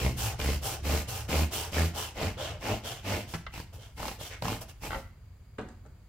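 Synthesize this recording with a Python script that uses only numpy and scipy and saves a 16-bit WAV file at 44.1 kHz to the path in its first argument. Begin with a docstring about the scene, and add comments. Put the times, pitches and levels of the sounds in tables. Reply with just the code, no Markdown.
"""A long thin blade saws back and forth through soft foam on a wooden bench, close to a microphone pair.
Over a low steady drone each pull sticks and slips in a judder while cells tear; each push is a smoother
hiss, both made of filtered grains of noise. Teeth snag on strands in snaps, and now and then steel scrapes
the slab. The blade slides free and rings in decaying sines, and a light tap on the bench sounds its modes."""
import sys
import numpy as np
from scipy import signal
from scipy.io import wavfile

SR = 44100
rng = np.random.default_rng(int(sys.argv[2]) if len(sys.argv) > 2 else 0)


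def put_to_file(sound):
    """Save the sound as 16-bit audio at rate SR, in the file named by the first command-line argument."""
    columns = np.atleast_2d(sound).T  # one column per channel
    safe = np.clip(columns, -1, 1)
    whole_steps = np.round(safe * 32767)
    wavfile.write(sys.argv[1], SR, whole_steps.astype(np.int16))


N = 268151
T = np.arange(N) / SR

# Pulls of the blade. Each row: start in seconds, length in seconds, run-up in seconds, swell over the stroke
# in dB, then relative levels of body, rasp and fizz in dB, and the hollow of the slit in Hz.
PULLS = [(-.03, .21, .03, -3.5, -37, -41, -47.5, 560), (.377, 0.25, 0.034, 10.5, -36.5, -38, -45, 556),
         (0.822, .25, 0.05, 13, -33, -37.5, -42, 594), (1.276, 0.23, 0.033, 8.5, -31.5, -37.5, -42, 608),
         (1.704, .25, 0.078, -4.5, -35.5, -39, -45, 610), (2.136, 0.24, 0.096, 0.5, -34, -40, -51, 600),
         (2.59, .25, 0.091, 4, -33.5, -39.5, -50, 626), (3.022, 0.27, 0.089, -0.5, -35, -39.5, -49, 670),
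         (3.513, 0.16, 0.043, 5, -51.5, -49.5, -56, 850), (3.953, 0.26, 0.069, 5, -41.5, -46, -51, 750),
         (4.412, 0.23, 0.047, -0.5, -37.5, -43.5, -49.5, 733),
         (4.802, 0.14, 0.061, -3, -42, -47, -50.5, 840), (4.897, 0.17, 0.04, -4, -43.5, -54, -60, 760)]
# The foam's grip in each pull. Each row: hardest slip in seconds, time it takes to build and to ease in
# seconds, slips per second there, share of the tearing that falls on the slips (0-1), relative level of the
# judder in dB, added rocking of the block in dB.
GRIPS = [(.079, 0.078, 64, 0.65, -22.5, -45), (.503, 0.053, 68.6, 0.65, -24, -39),
         (.908, 0.076, 72.6, 0.28, -28.5, -46), (1.407, .055, 77, 0.34, -25, -47),
         (1.819, 0.058, 81, 0.32, -26, -49), (2.268, 0.037, 90, 0.14, -31.5, -48),
         (2.718, 0.039, 105.4, .03, -29.5, -46), (3.125, 0.064, 98, 0.17, -32, -51),
         (3.601, .04, 48, 0.16, -42, -54), (4.055, .06, 34, 0.38, -47, -44),
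         (4.483, 0.067, 110, 0.65, -36, -45), (4.85, .04, 67, 0.17, -52, -56),
         (4.945, .055, 56, 0.13, -47, -40.5)]
PULL_BRAKE, PUSH_BRAKE = 0.63, 0.74  # share of a stroke over which the hand slows to the turn
RUN_UP_EASE = 1.16  # above 1 the blade starts more gently


def amp(db):
    """Decibels to gain."""
    return 10 ** (np.asarray(db) / 20)


def evened(x):
    """Scales to rms 1."""
    return x / np.sqrt(np.mean(x ** 2) + 1e-20)


def peaked(x):
    """Scales to peak 1."""
    return x / abs(x).max()


def read(points, hz):
    """Reads a table on a log-frequency axis."""
    f, value = np.transpose(points)
    return np.interp(np.log(hz + 1), np.log(f + 1), value)


def add(mix, s, sound):
    """Mixes a sound in at s seconds."""
    part = mix[max(round(s * SR), 0):][:len(sound)]
    part += sound[:len(part)]


def coloured(x, points, size=8192):
    """Causal minimum-phase filter with the given spectrum, so that clicks keep their attack."""
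    log_gain = np.log(amp(read(points, abs(np.fft.fftfreq(size, 1 / SR)))))
    spectrum = np.exp(np.conj(signal.hilbert(log_gain)))
    taps_of_filter = np.fft.ifft(spectrum).real[:size // 2]
    return signal.fftconvolve(x, taps_of_filter)[:len(x)]


def band(x, low_hz, high_hz):
    """Band-pass with rms 1."""
    edges = [low_hz, min(high_hz, SR / 2 - 1)]
    sos = signal.butter(N=3, Wn=edges, btype="band", fs=SR, output="sos")
    return evened(signal.sosfilt(sos, x))


def drift(per_s):
    """Smooth chance with rms 1: straight lines between per_s random values a second."""
    knots = rng.standard_normal(N // 10)
    return evened(np.interp(T * per_s, np.arange(len(knots)), knots))


def burst(decay_s):
    """A puff of noise that dies away exponentially."""
    t = T[:SR // 3]
    return rng.standard_normal(len(t)) * np.exp(-t / decay_s)


def ringing(modes):
    """Impulse response of a set of modes, with energy 1."""
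    t = T[:SR // 2]
    ring = sum(amp(db - 60 * t / t60) * np.sin(2 * np.pi * hz * t) for hz, db, t60 in modes)
    return ring / np.linalg.norm(ring)


def resonate(x, hz, width_hz):
    """A resonance of gain 1 that follows the curve hz: shift it down to zero, smooth, shift back."""
    turn = np.exp(2j * np.pi * np.cumsum(hz) / SR)
    r = np.exp(-np.pi * width_hz / SR)
    return 2 * (turn * signal.lfilter([1 - r], [1, -r], x / turn)).real


def motion(stroke, brake):
    """A quick run-up and a long slowing: the samples of a stroke, its progress 0-1 and the blade's speed 0-1."""
    start, length, run_up = stroke[:3]
    during = (T >= start) & (T < start + length)
    t = T[during] - start
    rise = np.minimum(t / run_up, 1)
    fall = np.clip((1 - t / length) / brake, 0, 1)
    speed = np.sin(np.pi / 2 * rise) ** RUN_UP_EASE * np.sin(np.pi / 2 * fall) ** 2
    return during, t / length, speed


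def level(strokes, brake, laws):
    """Gains of body, rasp and fizz: each grows with the blade's speed, and swells or fades over the stroke."""
    gains = np.zeros((3, N))
    for stroke in strokes:
        during, progress, speed = motion(stroke, brake)
        swell_db, *layer_db = stroke[3:7]
        for gain, db, (power, extra_db) in zip(gains, layer_db, laws):
            swell = (swell_db + extra_db) * (progress - .5)
            gain[during] += amp(db + swell) * speed ** power
    return gains


def grip(s, width_s):
    """A bell in time around the hardest slip."""
    return np.exp(-np.minimum(abs(T - s) / width_s, 10) ** 2)


def tearing(per_s, spread_db, rub):
    """Cell walls snapping at random moments, most small and a few large, over plain rubbing noise."""
    sizes = amp(spread_db * np.minimum(rng.exponential(1, N), 4)) * rng.choice([-1, 1], N)
    cracks = evened(sizes * (rng.random(N) < per_s / SR))
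    return evened(cracks + rub * rng.standard_normal(N))


def cut(levels, snaps, fine, colour, blade_db, hiss_db):
    """Coarse snaps sound through block and blade as body and rasp; the finest cells fizz, with a hiss between."""
    # Modes of the blade. Each row: pitch in Hz, relative level in dB, time to fall 60 dB in seconds.
    blade_modes = [(293.5, -1, 0.41), (538, -44, 0.51), (720, -19, 0.05), (859, 12, 0.49), (1067, 11, 0.56),
                   (1247, 12, 0.12), (1434, 11, 0.15), (1510, -8, 0.44), (2107, 2, 0.47), (2180, 8, 0.19),
                   (2400, 7, 0.09), (2595, -21.5, 0.04)]
    steel = signal.fftconvolve(snaps, ringing(blade_modes))[:N]
    coarse = evened(coloured(snaps, colour)) + amp(blade_db) * evened(steel)
    treble = coloured(fine, colour)
    body, rasp, fizz = levels
    hiss = amp(hiss_db) * np.sqrt(abs(rasp * fizz))
    low = band(coarse, 139, 1380) * body + band(coarse, 1556, 3240) * rasp
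    return low + band(treble, 3640, 8270) * hiss + band(treble, 9460, 14900) * fizz


def background():
    """A steady low drone, faint hiss and whines, and the block rocking under the hands at each pull."""
    # Colour of the steady background drone and hiss. Each row: frequency in Hz, relative density in dB per Hz.
    drone_colour = [(12, -24), (20, -65), (38, 0.5), (96, 4.5), (177, -14), (319, -24.5), (2140, -35),
                    (3840, -43), (4670, -39), (5380, -52.5), (7110, -41.5), (8890, -55), (9670, -54.5),
                    (14700, -48), (16000, -50)]
    # Colour of the rumble of the block. Each row: frequency in Hz, relative density in dB per Hz.
    rumble_colour = [(15, -29), (28, 4), (40, 8.5), (55, 14), (80, 1), (130, -1), (300, -31), (700, -38)]
    # Faint whines. Each row: centre pitch in Hz, rms level in dB.
    whines = [(2205, -86), (4802, -86.5)]
    handling_db, rock_s = -57.5, 0.096  # steady rumble of the hands; half-width of each rocking
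    drone = amp(-51) * evened(coloured(rng.standard_normal(N), drone_colour))
    whine = np.zeros(N)
    for hz, db in whines:
        wandering_hz = hz + 8 * drift(30)
        whine += amp(db) * evened(np.sin(2 * np.pi * np.cumsum(wandering_hz) / SR))
    sway = amp(handling_db) + sum(amp(db) * grip(hardest, rock_s) for hardest, *_, db in GRIPS)
    return drone + whine + evened(coloured(rng.standard_normal(N), rumble_colour)) * sway


def stick_slip(jitter, burst_turns):
    """The foam grips the blade and lets go: one kick a slip, the surge of tearing after it, the slips' share."""
    glide_hz_per_s = 19  # the slips quicken as the pull goes on
    turns, share = np.zeros(N), np.zeros(N)
    for (start, *_), (hardest, _, per_s, depth, *_) in zip(PULLS, GRIPS):
        during = T >= start
        t = T[during] - hardest
        turns[during] = per_s * t + glide_hz_per_s * t ** 2 / 2
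        share[during] = depth
    turns += jitter * drift(70)
    kicks = np.diff(np.floor(turns), prepend=np.floor(turns[0])) == 1  # a slip at each whole turn
    force = amp(2.2 * drift(80))
    surge = evened(np.exp(-(turns % 1) / burst_turns) * force)
    return kicks * force, np.sqrt(1 - share + share * surge ** 2), share


def judder(kicks):
    """The slips shake the block, most where the foam grips hardest."""
    # Colour of the judder. Each row: frequency in Hz, relative density in dB per Hz.
    judder_colour = [(20, -27), (45, -4.5), (66, 4.5), (100, -2.5), (150, -6.5), (200, -13), (280, -17),
                     (400, -16.5), (700, -55), (2000, -55)]
    base_db = -15  # judder all through a pull, relative to that at the hardest slip
    gain = np.zeros(N)
    for pull, (hardest, build_s, _, _, db, _) in zip(PULLS, GRIPS):
        during, _, speed = motion(pull, PULL_BRAKE)
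        gain += amp(db) * grip(hardest, build_s)
        gain[during] += amp(db + base_db) * speed
    return evened(coloured(kicks - kicks.mean(), judder_colour)) * gain


def pulls():
    """The teeth bite: the block judders and the tearing comes in surges, each led by a crack."""
    # Colour of a pull. Each row: frequency in Hz, relative density in dB per Hz.
    pull_colour = [(120, -13), (200, 2), (310, -2), (590, -4.5), (850, -7), (1200, -11.5), (1600, -14.5),
                   (2100, -13.5), (2700, -11), (3600, -16), (5400, -15.5), (7500, -24.5), (10000, -41),
                   (15500, -37.5)]
    # How body, rasp and fizz follow the blade. Each row: power of its speed, extra swell over the stroke in dB.
    pull_laws = [(1.51, -1.5), (1.28, -2.1), (1.17, 4)]
    bite_hz, bite_wander = 2250, 0.21  # the slit rings near this pitch and wanders as the teeth wobble
    kicks, surge, share = stick_slip(jitter=.045, burst_turns=.24)
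    snaps = tearing(per_s=2600, spread_db=3.0, rub=0.68) * surge + amp(16.5) * kicks * share
    fine = tearing(per_s=7000, spread_db=4.5, rub=0.98) * surge ** 0.13 + 0.34 * snaps
    start, length, *_, hollow_hz = np.transpose(PULLS)
    hollow = resonate(snaps, np.interp(T, start + length / 2, hollow_hz), width_hz=180)
    bite = resonate(snaps, bite_hz * (1 + bite_wander * drift(22)), width_hz=230)
    levels = level(PULLS, PULL_BRAKE, pull_laws)
    coarse = snaps + amp(-1.5) * hollow + amp(-2.5) * bite
    sawn = cut(levels, coarse, fine, pull_colour, blade_db=-12, hiss_db=0.0)
    return amp(-0.36) * sawn + amp(-3.0) * judder(kicks)


def pushes():
    """The backs of the teeth slide through: fine, even grains in a slit whose resonances shift with the blade."""
    # Pushes of the blade. Each row: start in seconds, length in seconds, run-up in seconds, swell over the
    # stroke in dB, relative levels of body, rasp and fizz in dB, top of the hollow in Hz, rasp at the start
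    # in Hz, relative level of the shudder in dB.
    strokes = [(0.158, 0.22, 0.042, 14, -38.5, -39, -40.5, 846, 2880, -31.5),
               (0.611, 0.21, 0.046, 6, -39.5, -41.5, -42, 850, 3030, -40),
               (1.07, 0.24, 0.031, 1.5, -44, -46, -47.5, 856, 2870, -39),
               (1.504, 0.24, 0.047, 2, -40, -40.5, -43.5, 930, 3050, -42.5),
               (1.932, 0.24, 0.077, -8.5, -43, -43, -48, 1022, 3100, -46),
               (2.366, 0.25, 0.063, -3, -40.5, -41.5, -57, 684, 3250, -37),
               (2.825, 0.26, 0.066, -13, -48, -46, -55.5, 756, 3280, -46.5),
               (3.262, 0.21, 0.039, 3, -56.5, -54, -58, 730, 3130, -49),
               (3.336, 0.038, 0.0079, -7, -43, -46, -72, 730, 2100, -47),
               (3.725, 0.095, 0.019, -9, -56, -63, -65.5, 880, 2900, -44.5),
               (3.778, .19, 0.048, -2, -59.5, -58, -68.5, 684, 3200, -61),
               (4.183, 0.2, 0.047, -3.5, -51, -49, -55, 720, 3220, -53),
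               (4.301, 0.12, .03, -2, -59.5, -51, -72, 670, 2320, -51),
               (4.605, 0.061, .016, -12, -48, -55.5, -53.5, 670, 2950, -47),
               (4.676, 0.076, .022, -7, -58.5, -58.5, -63, 860, 2900, -49)]
    # Colour of a push. Each row: frequency in Hz, relative density in dB per Hz.
    push_colour = [(80, 7), (200, -0.5), (420, 8.5), (700, 6), (1000, 3), (1400, 0), (2100, -10.5),
                   (3100, -8), (4200, -1.5), (5700, 4), (8000, -2.5), (11000, -10.5), (14000, -8.5),
                   (16000, -5.5)]
    # How body, rasp and fizz follow the blade. Each row: power of its speed, extra swell over the stroke in dB.
    push_laws = [(.65, -4), (1.03, -1.5), (1.3, -4)]
    hollow_arch, rasp_sag = 0.33, 0.47  # shares by which the hollow arches up and the rasp sags to the end
    grains = tearing(per_s=7000, spread_db=3.5, rub=0.52) * amp(0.72 * drift(90))
    hollow_hz, rasp_hz, shake = np.zeros((3, N))
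    for push in strokes:
        during, progress, speed = motion(push, PUSH_BRAKE)
        top_hz, start_hz, shudder_db = push[7:]
        hollow_hz[during] = top_hz * (1 - hollow_arch * (1 - np.sin(np.pi * progress)))
        rasp_hz[during] = start_hz * (1 - rasp_sag * progress ** 3)
        shake[during] += amp(shudder_db) * speed ** 0.38
    moving = hollow_hz > 0  # between pushes the pitches glide on to the next
    hollow = resonate(grains, np.interp(T, T[moving], hollow_hz[moving]), width_hz=70)
    rasp = resonate(grains, np.interp(T, T[moving], rasp_hz[moving]), width_hz=680)
    shudder = band(rng.standard_normal(N), 61.7, 129.3) * shake
    levels = level(strokes, PUSH_BRAKE, push_laws)
    coarse = grains + amp(7.5) * hollow + amp(11) * rasp
    slid = cut(levels, coarse, grains, push_colour, blade_db=-16.5, hiss_db=-0.5)
    return amp(0.07) * slid + amp(-2.5) * shudder


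def snags():
    """A strand catches and parts, or the blade slips hard: a snap, a thud of the block and a spit of treble."""
    # Teeth catching on strands, and the hardest slips of the pull around 4.05 s, a regular run at about # 37 a
    # second from 4.00 to 4.11 s. Each row: time in seconds, relative level of the snap in dB, then thud # and
    # treble in dB relative to the snap.
    catches = [(0.393, -24.5, 2, -7), (.443, -21, -13, -5), (.458, -27, -5, -16), (.85, -33, 1, -15),
               (1.09, -38, -8, -5), (1.293, -28, 7, -4), (1.723, -32, 6, -1), (2.231, -23.5, 5, -24),
               (3.338, -22.5, -1.5, -28), (3.35, -33.5, 13.5, -15), (3.54, -29.5, -8, -6),
               (3.578, -29, 1.5, -14), (3.6, -26, -2, -18), (3.979, -29, -13, -15),
               (4.002, -23.5, -7.5, -18), (4.029, -19.5, -10, -21), (4.054, -19.5, -15, -21),
               (4.081, -18.5, -18, -26), (4.113, -26.5, -4, -15), (4.21, -26, -9.5, -13),
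               (4.423, -16, -7, -16), (4.454, -18.5, -4.5, -22), (4.482, -15.5, -5, -26),
               (4.836, -25, -8, -20)]
    # Colour of a snap. Each row: frequency in Hz, relative density in dB per Hz.
    snap_colour = [(150, -30), (500, 9), (1100, 6.5), (1500, 1.5), (2000, -4.5), (3000, -7.5), (4500, -4.5),
                   (9000, -24.5)]
    out = np.zeros(N)
    thud = peaked(ringing([(157.0, 0.5, 0.077), (270, -5.5, 0.017)]))
    for s, db, thud_db, treble_db in catches:
        puff = burst(decay_s=.003)
        spit = peaked(signal.lfilter([1], [1, -.6], band(puff, 3500, 14000)))
        add(out, s, amp(db) * (peaked(coloured(puff, snap_colour)) + amp(treble_db) * spit))
        add(out, s, amp(db + thud_db) * thud)
    return amp(-7.0) * out


def skids():
    """Short scrapes of steel on the edge of the slab under the foam: a gritty contact and a midrange ring."""
    # Knocks and skids. 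Each row: time in seconds, level of the ring in dB, decay of the contact in seconds.
    contacts = [(3.466, -25.5, 0.0055), (4.906, -26, 0.0035), (4.918, -27, 0.0045), (4.931, -26.5, 0.0034),
                (4.944, -28, 0.01), (4.96, -34, 0.0094)]
    # Modes of the scraped steel. Each row: pitch in Hz, relative level in dB, time to fall 60 dB in seconds.
    skid_modes = [(880, -8, 0.043), (1147, -8.5, 0.17), (1405, 5.5, 0.015), (1540, 6, 0.017),
                  (1840, -7, 0.027), (1964, 1.5, 0.036), (2060, 0, 0.026), (3180, -13, 0.034)]
    out = np.zeros(N)
    for s, db, contact_s in contacts:
        grit = burst(decay_s=contact_s)
        ring = signal.fftconvolve(grit, ringing(skid_modes))[:len(grit)]
        add(out, s, amp(db) * (peaked(band(ring, 420, 4500)) + amp(-6) * peaked(band(grit, 970, 3450))))
    return out


def free_ring(rise_s=0.0068):
    """The last teeth leave the foam and the undamped blade sings briefly."""
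    # The free blade. Each row: start in seconds, pitch in Hz, level before the soft rise in dB, time to fall
    # 60 dB in seconds.
    tones = [(4.925, 880, -33, 0.19), (4.946, 541, -32, 0.18)]
    out, t = np.zeros(N), T[:SR // 2]
    for s, hz, db, t60 in tones:
        envelope = amp(db - 60 * t / t60) * (1 - np.exp(-t / rise_s))
        add(out, s, envelope * np.sin(2 * np.pi * hz * t))
    return out


def taps():
    """The hand with the blade comes down on the bench: a dull clatter, then it settles."""
    # Blows on the bench. Each row: time in seconds, level of the blow in dB, tick in dB relative to the blow.
    blows = [(5.585, -27.5, -25), (5.593, -29, -34), (5.601, -32, -31), (5.612, -43.5, -9),
             (5.621, -46, -33), (5.687, -44, -8.5), (5.852, -49.5, -26), (5.862, -45.5, -14)]
    # Colour of a blow. Each row: frequency in Hz, relative density in dB per Hz.
    tap_colour = [(50, -25), (170, 7), (300, 7), (450, 5), (900, -0.5), (1400, -6), (2000, -9), (2600, -21),
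                  (4000, -22), (6000, -29), (12000, -57)]
    # Modes of the bench. Each row: pitch in Hz, relative level in dB, time to fall 60 dB in seconds.
    bench_modes = [(173, 1, 0.23), (250.4, -2.5, 0.24), (440, -7, 0.049), (530, -4, 0.2), (745, -4, 0.096),
                   (886, -4, 0.043), (1184, -7, 0.061), (1410, -19, 0.11), (1770, -17, 0.044)]
    out, wood = np.zeros(N), peaked(ringing(bench_modes))
    for s, db, tick_db in blows:
        puff = burst(decay_s=.005)
        tick = peaked(band(puff, 3900, 8100))
        add(out, s, amp(db) * (peaked(coloured(puff, tap_colour)) + amp(tick_db) * tick))
        add(out, s, amp(db - 7.5) * wood)
    return out


def bounced(x):
    """Close surfaces comb the sound, at the same overall level."""
    # Bounces off bench, slab and arm. Each row: delay in seconds, level in dB relative to the direct sound.
    bounces = [(.0011, -36), (.0023, -30), (.0041, -30), (.0062, -29), (.0087, -19.5), (0.0116, -15.5)]
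    out = x.copy()
    for delay_s, db in bounces:
        add(out, delay_s, amp(db) * x)
    return out * x.std() / out.std()


def room(x, gap_s=0.0037):
    """Dense reflections of the workshop, each band dying at its own speed."""
    # Decay of the workshop. Each row: frequency in Hz, time to fall 60 dB in seconds.
    decay = [(100, 0.91), (500, 0.31), (2000, 0.49), (6000, 0.43), (15000, 0.17)]
    hz, t, z = signal.stft(rng.standard_normal(SR // 2), SR, nperseg=256)
    tail = signal.istft(z * amp(-60 * t / read(decay, hz)[:, None]), SR, nperseg=256)[1]
    tail = np.r_[np.zeros(round(gap_s * SR)), tail / np.linalg.norm(tail)]
    return signal.fftconvolve(x, tail)[:N]


def two_ports(mid, size=256):
    """Scattered sound reaches the two ports in ever-changing phase: bass stays central, treble spreads."""
    # Width of the microphone pair. Each row: frequency in Hz, side minus mid in dB.
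    width = [(25, -29), (60, -13), (125, -18.5), (250, -24.5), (500, -13.5), (1000, -7), (2000, -5),
             (4000, -2.5), (7500, 0.5), (14000, -2)]
    # Lean of the microphone pair. Each row: frequency in Hz, left minus right in dB.
    lean = [(60, -0.3), (120, -0.4), (240, -0.5), (480, -0.5), (950, 1), (1890, -0.5), (3770, 0.1),
            (7520, -2), (15000, 0)]
    z = signal.stft(mid, nperseg=size)[2]
    random_phase = np.exp(2j * np.pi * rng.random(z.shape))
    scattered = signal.istft(z * random_phase, nperseg=size)[1][:N]
    side = coloured(evened(scattered) * mid.std(), width)
    ports = []
    for sign in (1, -1):  # left, right
        half_lean = [(hz, sign * db / 2) for hz, db in lean]
        ports.append(coloured(mid + sign * side, half_lean))
    return np.array(ports)


def scene():
    """Sawing and tap in the workshop, close to the microphone pair."""
    sawing = bounced(pulls() + pushes() + snags()) + skids() + free_ring()
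    knocks = taps()
    wet = room(amp(-11) * sawing + amp(-3.5) * knocks)
    return two_ports(sawing + knocks + wet + background())


def record(dry):
    """The recorder's band limit: a steep linear-phase low-pass."""
    edge_hz = 15900
    low_pass = signal.firwin(511, edge_hz, window=("kaiser", 9), fs=SR)
    return signal.oaconvolve(dry, low_pass[None], "same")


dry = scene()
out = record(dry)
put_to_file(out)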